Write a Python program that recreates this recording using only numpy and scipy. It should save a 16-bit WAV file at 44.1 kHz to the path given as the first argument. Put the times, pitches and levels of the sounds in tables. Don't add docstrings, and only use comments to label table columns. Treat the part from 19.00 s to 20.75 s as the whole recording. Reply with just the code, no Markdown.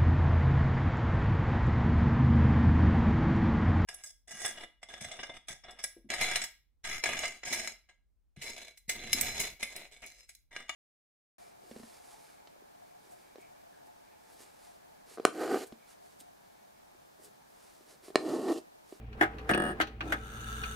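import sys
import numpy as np
from scipy import signal
from scipy.fft import rfft, irfft
from scipy.io import wavfile
from scipy.ndimage import uniform_filter1d

SR = 44100
rng = np.random.default_rng(int(sys.argv[2]) if len(sys.argv) > 2 else 0)


def to_wav(s):
    ch = np.atleast_2d(s).T
    pcm = np.round(np.clip(ch, -1, 1) * 32767)
    wavfile.write(sys.argv[1], SR, pcm.astype(np.int16))


N = 77175
T = np.arange(N) / SR
HZ = np.fft.rfftfreq(4096, 1 / SR)


def amp(db):
    return 10 ** (np.asarray(db) / 20)


def unit_rms(x):
    return x / np.sqrt(np.mean(x ** 2) + 1e-20)


def unit_energy(x):
    return unit_rms(x) / np.sqrt(x.shape[1])


def at_hz(points, hz=HZ):
    freqs, values = np.transpose(points)
    return np.interp(np.log(hz + 1), np.log(freqs + 1), values)


def automation(points):
    return np.interp(T, *np.transpose(points))


def add(mix, start_s, sound):
    part = mix[:, round(start_s * SR):][:, :sound.shape[1]]
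    part += sound[:, :part.shape[1]]


def eq(x, gain_db):
    cepstrum = irfft(np.log(amp(gain_db)))
    half = len(HZ) - 1
    causal = np.r_[1, np.full(half - 1, 2), 1, np.zeros(half - 1)]
    taps = irfft(np.exp(rfft(cepstrum * causal)))
    return signal.fftconvolve(x, taps[None], axes=1)[:, :x.shape[1]]


def shelves(bass_db, treble_db, bass_hz=580, treble_hz=3330):
    return bass_db / (1 + (HZ / bass_hz) ** 4) + treble_db / (1 + (treble_hz / (HZ + 1)) ** 4)


def resonant(x, colour, peaks):
    channels = []
    for channel, side in zip(x, (.5, -.5)):
        peak_power = sum(amp(db + side * pan_db) ** 2 / (1 + ((HZ - hz) / width_hz) ** 2) ** 2
                         for hz, width_hz, db, pan_db in peaks)
        power = amp(at_hz(colour)) ** 2 + peak_power
        channels.append(eq(channel[None], 10 * np.log10(power)))
    return unit_rms(np.vstack(channels))


def grain(samples):
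    return unit_rms(uniform_filter1d(rng.standard_normal(N), size=samples))


# freq_hz, correlation
STEREO_IMAGE = [(50, 0.93), (200, 1), (400, 0.86), (700, 0.5), (1400, -0.44), (2500, -0.2), (5000, 0.2),
                (16000, -0.051)]


def noise(size):
    left, other = rfft(rng.standard_normal((2, size)))
    alike = np.clip(at_hz(STEREO_IMAGE, np.fft.rfftfreq(size, 1 / SR)), -1, 1)
    return irfft([left, alike * left + np.sqrt(1 - alike ** 2) * other], size)


def dense_ring(decays, stretch=1, size=12000):
    t = np.arange(size) / SR
    log_hz = np.log(np.fft.rfftfreq(size, 1 / SR) + 1)
    centres = np.log([hz for hz, _ in decays])
    spectrum = rfft(noise(size))
    out = 0
    for weights, (_, t60_s) in zip(np.eye(len(decays)), decays):
        band = irfft(spectrum * np.interp(log_hz, centres, weights), size)
        out = out + band * 1000 ** (-t / (t60_s * stretch))
    return out


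def mode_ring(modes, size=12000, attack_s=0.0015):
    t = np.arange(size) / SR
    out = 0
    for hz, db, t60_s in modes:
        lag = np.arccos(np.clip(at_hz(STEREO_IMAGE, hz), -1, 1)) * np.array([[0], [1]])
        out = out + amp(db) * 1000 ** (-t / t60_s) * np.sin(2 * np.pi * hz * t - lag)
    return out * (1 - np.exp(-t / attack_s))


def contact(ring, push_db, soft_hz):
    w = 2 * np.pi * soft_hz / SR
    n = np.arange(ring.shape[1])
    return unit_energy(ring) + amp(push_db) * w * w * n * np.exp(-w * n)


# pitch_hz, level_db
HUM_PARTIALS = [(58.4, -47.5), (118.5, -55), (219, -59.5)]
# time_s, gain_db
HUM_FADER = [(0, -0.5), (.12, 0.5), (.22, -11), (.38, 0), (.6, -5.5), (.9, -5.5), (1.0, 2), (1.1, 1),
             (1.22, -0.5), (1.45, 1), (1.57, 4), (1.75, 1.5)]
# freq_hz, gain_db
ROOM_TONE_EQ = [(20, -2), (35, 1), (55, 8), (90, 4), (140, -2), (200, -9.5), (300, -10.5), (450, -54.5),
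                (600, -31), (780, -46), (1100, -31), (2500, -20), (7000, -52), (16000, -40)]


def background(waver=.15, room_tone_db=-52.5):
    hum = 0
    for hz, db in HUM_PARTIALS:
        wobbles = [np.sin(2 * np.pi * (rate_hz * T + rng.random()))
                   for rate_hz in np.geomspace(1.5, 9, 12)]
        tone = np.sqrt(2) * np.sin(2 * np.pi * (hz * T + rng.random()))
        hum = hum + amp(db) * (1 + waver * unit_rms(sum(wobbles))) * tone
    room_tone = unit_rms(eq(noise(N), at_hz(ROOM_TONE_EQ)))
    return hum * amp(automation(HUM_FADER)) + amp(room_tone_db) * room_tone


# freq_hz, t60_s
ROOM_DECAY = [(150, 0.41), (1000, 0.31), (4000, 0.36), (12000, 0.12)]


def room_tail(clock, send_db=-18.5):
    impulse = unit_energy(dense_ring(ROOM_DECAY, size=20000))
    return amp(send_db) * signal.fftconvolve(clock, impulse, axes=1)[:, :N]


# freq_hz, gain_db
RUB_EQ = [(80, -3), (230, 2), (440, -4), (560, -5.5), (780, -9.5), (1100, -7), (1600, -8), (3000, -23.5),
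          (7000, -36.5), (16000, -41)]
# pitch_hz, width_hz, gain_db, left_minus_right_db
RUB_RESONANCES = [(223.4, 6.9, 9, -3.5), (306, 5.9, 5, 1), (439.4, 14, 10.5, 0), (780.7, 17, 7, -0.5)]
# time_s, level_db
RUB_FADER = [(0, -57.5), (.1, -59.5), (0.192, -46.5), (.3, -49.5), (.45, -47), (.78, -46), (.88, -51.5),
             (.97, -59), (1.1, -53)]


def hand_rub(grain_db=1.5):
    rubbing = amp(grain_db * grain(200)) * noise(N)
    return resonant(rubbing, RUB_EQ, RUB_RESONANCES) * amp(automation(RUB_FADER))


# freq_hz, gain_db
RUMBLE_EQ = [(60, -10), (130, -4.5), (230, -2), (330, -0.5), (500, -10.5), (750, -6), (1200, -18.5),
             (2500, -27.5), (5000, -35.5), (16000, -49)]
# pitch_hz, width_hz, gain_db, left_minus_right_db
RUMBLE_RESONANCES = [(296, 47, -1.5, 3), (2444, 53, -11, 8)]
# time_s, level_db
RUMBLE_FADER = [(.99, -60), (1.028, -43), (1.1, -40.5), (1.17, -47.5), (1.25, -61.5), (1.75, -68)]


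def wheel_rumble(grain_db=2):
    rubbing = amp(grain_db * grain(200)) * noise(N)
    return resonant(rubbing, RUMBLE_EQ, RUMBLE_RESONANCES) * amp(automation(RUMBLE_FADER))


# time_s, turns_per_s
PIVOT_SPEED = [(1.0, 15), (1.1, 42), (1.15, 62), (1.2, 78), (1.3, 101), (1.4, 125), (1.5, 150), (1.6, 171),
               (1.75, 190)]
# freq_hz, gain_db
WHIRR_EQ = [(200, -4), (500, -21.5), (900, -15), (1400, -3), (2100, -14), (2900, -15), (3700, -9.5),
            (4500, -21.5), (5100, -33), (5700, -15), (6900, -21.5), (7500, -20.5), (8600, -20.5),
            (9500, -31), (10600, -29), (13400, -19), (16000, -30)]
# pitch_hz, width_hz, gain_db, left_minus_right_db
PLATE_RESONANCES = [(1338.6, 37, 11, 3), (1488, 33, 5, -1), (1626, 46, 4.5, -2), (2726, 28.5, -9.5, -14),
                    (2903, 70, -5.5, -7.5), (3580, 46, -5, -12), (4590, 42, -11.5, -3),
                    (6250, 84, -9.5, 10), (6810, 33, -9.5, 12.5), (8550, 71, -6.5, -5),
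                    (9370, 270, -11.5, -3.5)]
# time_s, gain_db
WHIRR_FADER = [(1.0, -87), (1.05, -57), (1.11, -45.5), (1.15, -51.5), (1.2, -53), (1.26, -48.5),
               (1.36, -46.5), (1.48, -43.5), (1.6, -42.5), (1.75, -42.5)]


def train_whirr(flutter_db=3.0, grain_db=2.5, treble_hz=4950, brightening=0.26):
    speed = automation(PIVOT_SPEED)
    turns = np.cumsum(speed) / SR
    scrape = amp(flutter_db * np.cos(2 * np.pi * turns) + grain_db * grain(60)) * noise(N)
    plates = resonant(scrape, WHIRR_EQ, PLATE_RESONANCES)
    treble = signal.sosfiltfilt(signal.butter(2, treble_hz, "high", fs=SR, output="sos"), plates)
    treble_cut = 1 - (speed / speed.max()) ** brightening
    return (plates - treble_cut * treble) * amp(automation(WHIRR_FADER))


# start_s, level_db, bass_db, treble_db, ping_db
TICK_CUES = [(0.066, -42, 0, 8, 2), (.129, -22.5, -7, 2, -5), (0.33, -24, 14, -14, -12),
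             (.384, -17, 10, 4.5, -9), (0.398, -25, 4, -9, 0), (0.5359, 0.5, -13, -1, 0.5),
             (0.8119, 3, -6, 8, -24), (0.87, -17.5, -13, 11, -23), (1.0072, -1, 3.5, -6.5, -4.5),
             (1.636, -4.5, -0.5, 2, -3)]
# freq_hz, gain_db
TICK_EQ = [(150, -12), (500, -11.5), (1000, -5), (1550, 6), (1950, -4), (2550, 0), (3500, -8.5), (4400, -9),
           (5000, -22.5), (6000, -16), (7500, -31.5), (16000, -33)]
# pitch_hz, level_db, t60_s
STEEL_MODES = [(1564, -9, 0.049), (2428, 3, 0.053), (2596, 7, 0.037), (2847, -0.5, 0.078),
               (3320, -12, 0.094), (4430, -12, 0.12), (5640, -14, .04)]
# freq_hz, t60_s
CLOCK_DECAY = [(150, .11), (400, 0.11), (1500, 0.099), (4000, 0.091), (12000, 0.064)]


def pawl_ticks(bus_db=-4.5):
    out = np.zeros((2, N))
    for start_s, level_db, bass_db, treble_db, ping_db in TICK_CUES:
        click = unit_energy(eq(dense_ring(CLOCK_DECAY), at_hz(TICK_EQ)))
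        ping = amp(ping_db) * unit_energy(mode_ring(STEEL_MODES))
        add(out, start_s, amp(bus_db + level_db) * eq(click + ping, shelves(bass_db, treble_db)))
    return out


# freq_hz, gain_db
CLATTER_EQ = [(60, -39), (120, -18), (200, 0), (265, -6.5), (340, -2), (520, -8), (720, -3), (990, -13.5),
              (1250, -9.5), (1500, -12.5), (1750, -1.5), (2150, -26), (2900, -23.5), (3800, -32),
              (5000, -32.5), (6500, -44), (7700, -35.5), (8600, -17.5), (9400, -17.5), (10600, -47),
              (11500, -32), (12500, -43), (15300, -30), (16000, -32)]
# freq_hz, t60_s
CLATTER_DECAY = [(150, 0.1), (400, 0.047), (1500, 0.095), (4000, 0.076), (12000, 0.026)]
# pitch_hz, level_db, t60_s
RATTLE_MODES = [(174.6, -9.5, 0.1), (203, 2, 0.11), (246, -6, 0.095), (337, -10, .08), (342, -1, 0.18),
                (373.6, -6, 0.28), (483, -9.5, 0.14), (579, -6, .14), (738, -2.5, .13), (824, -11, 0.13),
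                (1266, -5, 0.26), (1672, 4, .1), (1716, -0.5, 0.16), (1880, -12, 0.12), (2530, -33, .07),
                (2878, -5, 0.1), (3420, -17, 0.14), (9220, -19, 0.11)]


def lever_rattle(start_s=.512, end_s=0.7337, settle_s=0.023, clatter_db=16, ring_db=2):
    first_gap_s, shortest_gap_s, rebound = .0352, .003, .812
    shared_ring = dense_ring(CLATTER_DECAY)
    case_ring = unit_energy(mode_ring(RATTLE_MODES))
    clatter, ringing = np.zeros((2, 2, N))
    due_s, gap_s = start_s, first_gap_s
    for jitter_s in .0003 * rng.standard_normal(size=28):
        speed = gap_s / first_gap_s
        force = speed * np.clip((end_s - due_s) / settle_s, 0, 1)
        hit_s = due_s + jitter_s * (1 - speed)
        varied_ring = shared_ring + amp(-10) * dense_ring(CLATTER_DECAY)
        add(clatter, hit_s, force * contact(varied_ring, push_db=0.5, soft_hz=2860))
        add(ringing, hit_s, force * case_ring)
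        due_s += gap_s
        gap_s = shortest_gap_s + (gap_s - shortest_gap_s) * rebound
    return amp(clatter_db) * eq(clatter, at_hz(CLATTER_EQ)) + amp(ring_db) * ringing


# freq_hz, gain_db
WOOD_EQ = [(59, -54.5), (100, -10), (189, -21.5), (302, -2.5), (365, 0.5), (492, -12), (768, -0.5),
           (930, -10.5), (1150, -9.5), (1580, 4), (2170, -7), (2470, -14), (2930, -14), (4110, -23.5),
           (4470, -26), (11900, -28.5), (16000, -38)]


def lever_slide(level_db=-24, rise_s=0.0098, size=1200):
    swell = np.exp((np.arange(size) - size) / SR / rise_s)
    return amp(level_db) * unit_energy(eq(noise(size), at_hz(WOOD_EQ)) * swell)


# hit_s, level_db, bass_db, hollow_db, treble_db, decay_factor
KNOCK_CUES = [(.2108, 0, 1, 0.5, -4, 0.76), (.2145, -6, -4.5, 2, -15, 0.73),
              (.2232, -7.5, 4, -5.5, 0.5, 1.4), (.2302, -5, -1, 0.5, -14, 1.2),
              (.2360, -10.5, -27, 8, -1.5, 0.49), (.492, -6, 0, -3, 1.5, 1.6),
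              (.4962, -5, 9.5, -2, -3.5, 0.82), (0.8009, -3.5, 2.5, -3.5, -5, 0.9),
              (0.8111, -10, 3.5, 0.5, 5, 0.87), (1.1225, -3.5, -6.5, -7.5, 1.5, 1)]
# pitch_hz, level_db, t60_s
KNOCK_MODES = [(327.6, -3, 0.096), (600.6, -16, 0.17), (737.8, -5, 0.17), (804.6, -7, 0.14),
               (1255, -8.5, 0.21), (1560, -6, 0.04), (1605, -9, 0.085), (1600, -9, 0.054),
               (1860, -29, 0.13), (1980, -5, 0.076), (2113, -7, 0.11), (2670, -31, 0.069),
               (3397, -10, 0.073)]


def lever_knocks(bus_db=7, hollow_hz=745, hollow_width_hz=106):
    out = np.zeros((2, N))
    case_ring = amp(-4) * unit_energy(mode_ring(KNOCK_MODES))
    for hit_s, level_db, bass_db, hollow_db, treble_db, decay_factor in KNOCK_CUES:
        impact = contact(dense_ring(CLOCK_DECAY, decay_factor), push_db=-13, soft_hz=3040)
        body = unit_energy(eq(impact, at_hz(WOOD_EQ))) + case_ring
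        hollow_bell = hollow_db / (1 + ((HZ - hollow_hz) / hollow_width_hz) ** 2)
        slide = lever_slide()
        knock = eq(np.hstack([slide, body]), shelves(bass_db, treble_db) + hollow_bell)
        add(out, hit_s - slide.shape[1] / SR, amp(bus_db + level_db) * knock)
    return out


def scene():
    clock = lever_knocks() + pawl_ticks() + lever_rattle() + train_whirr() + wheel_rumble() + hand_rub()
    clock = clock + room_tail(clock)
    lean_db = at_hz([(200, -0.5), (1500, 0.8), (3000, -0.1), (6000, 2.0), (9000, 1.5), (14000, 3.5)])
    return np.vstack([eq(clock[:1], lean_db), eq(clock[1:], -lean_db)]) + background()


def record(dry):
    high_cut = signal.firwin(511, 16000, window=("kaiser", 9), fs=SR)
    return signal.oaconvolve(dry, high_cut[None], "same")


dry = scene()
out = record(dry)
to_wav(out)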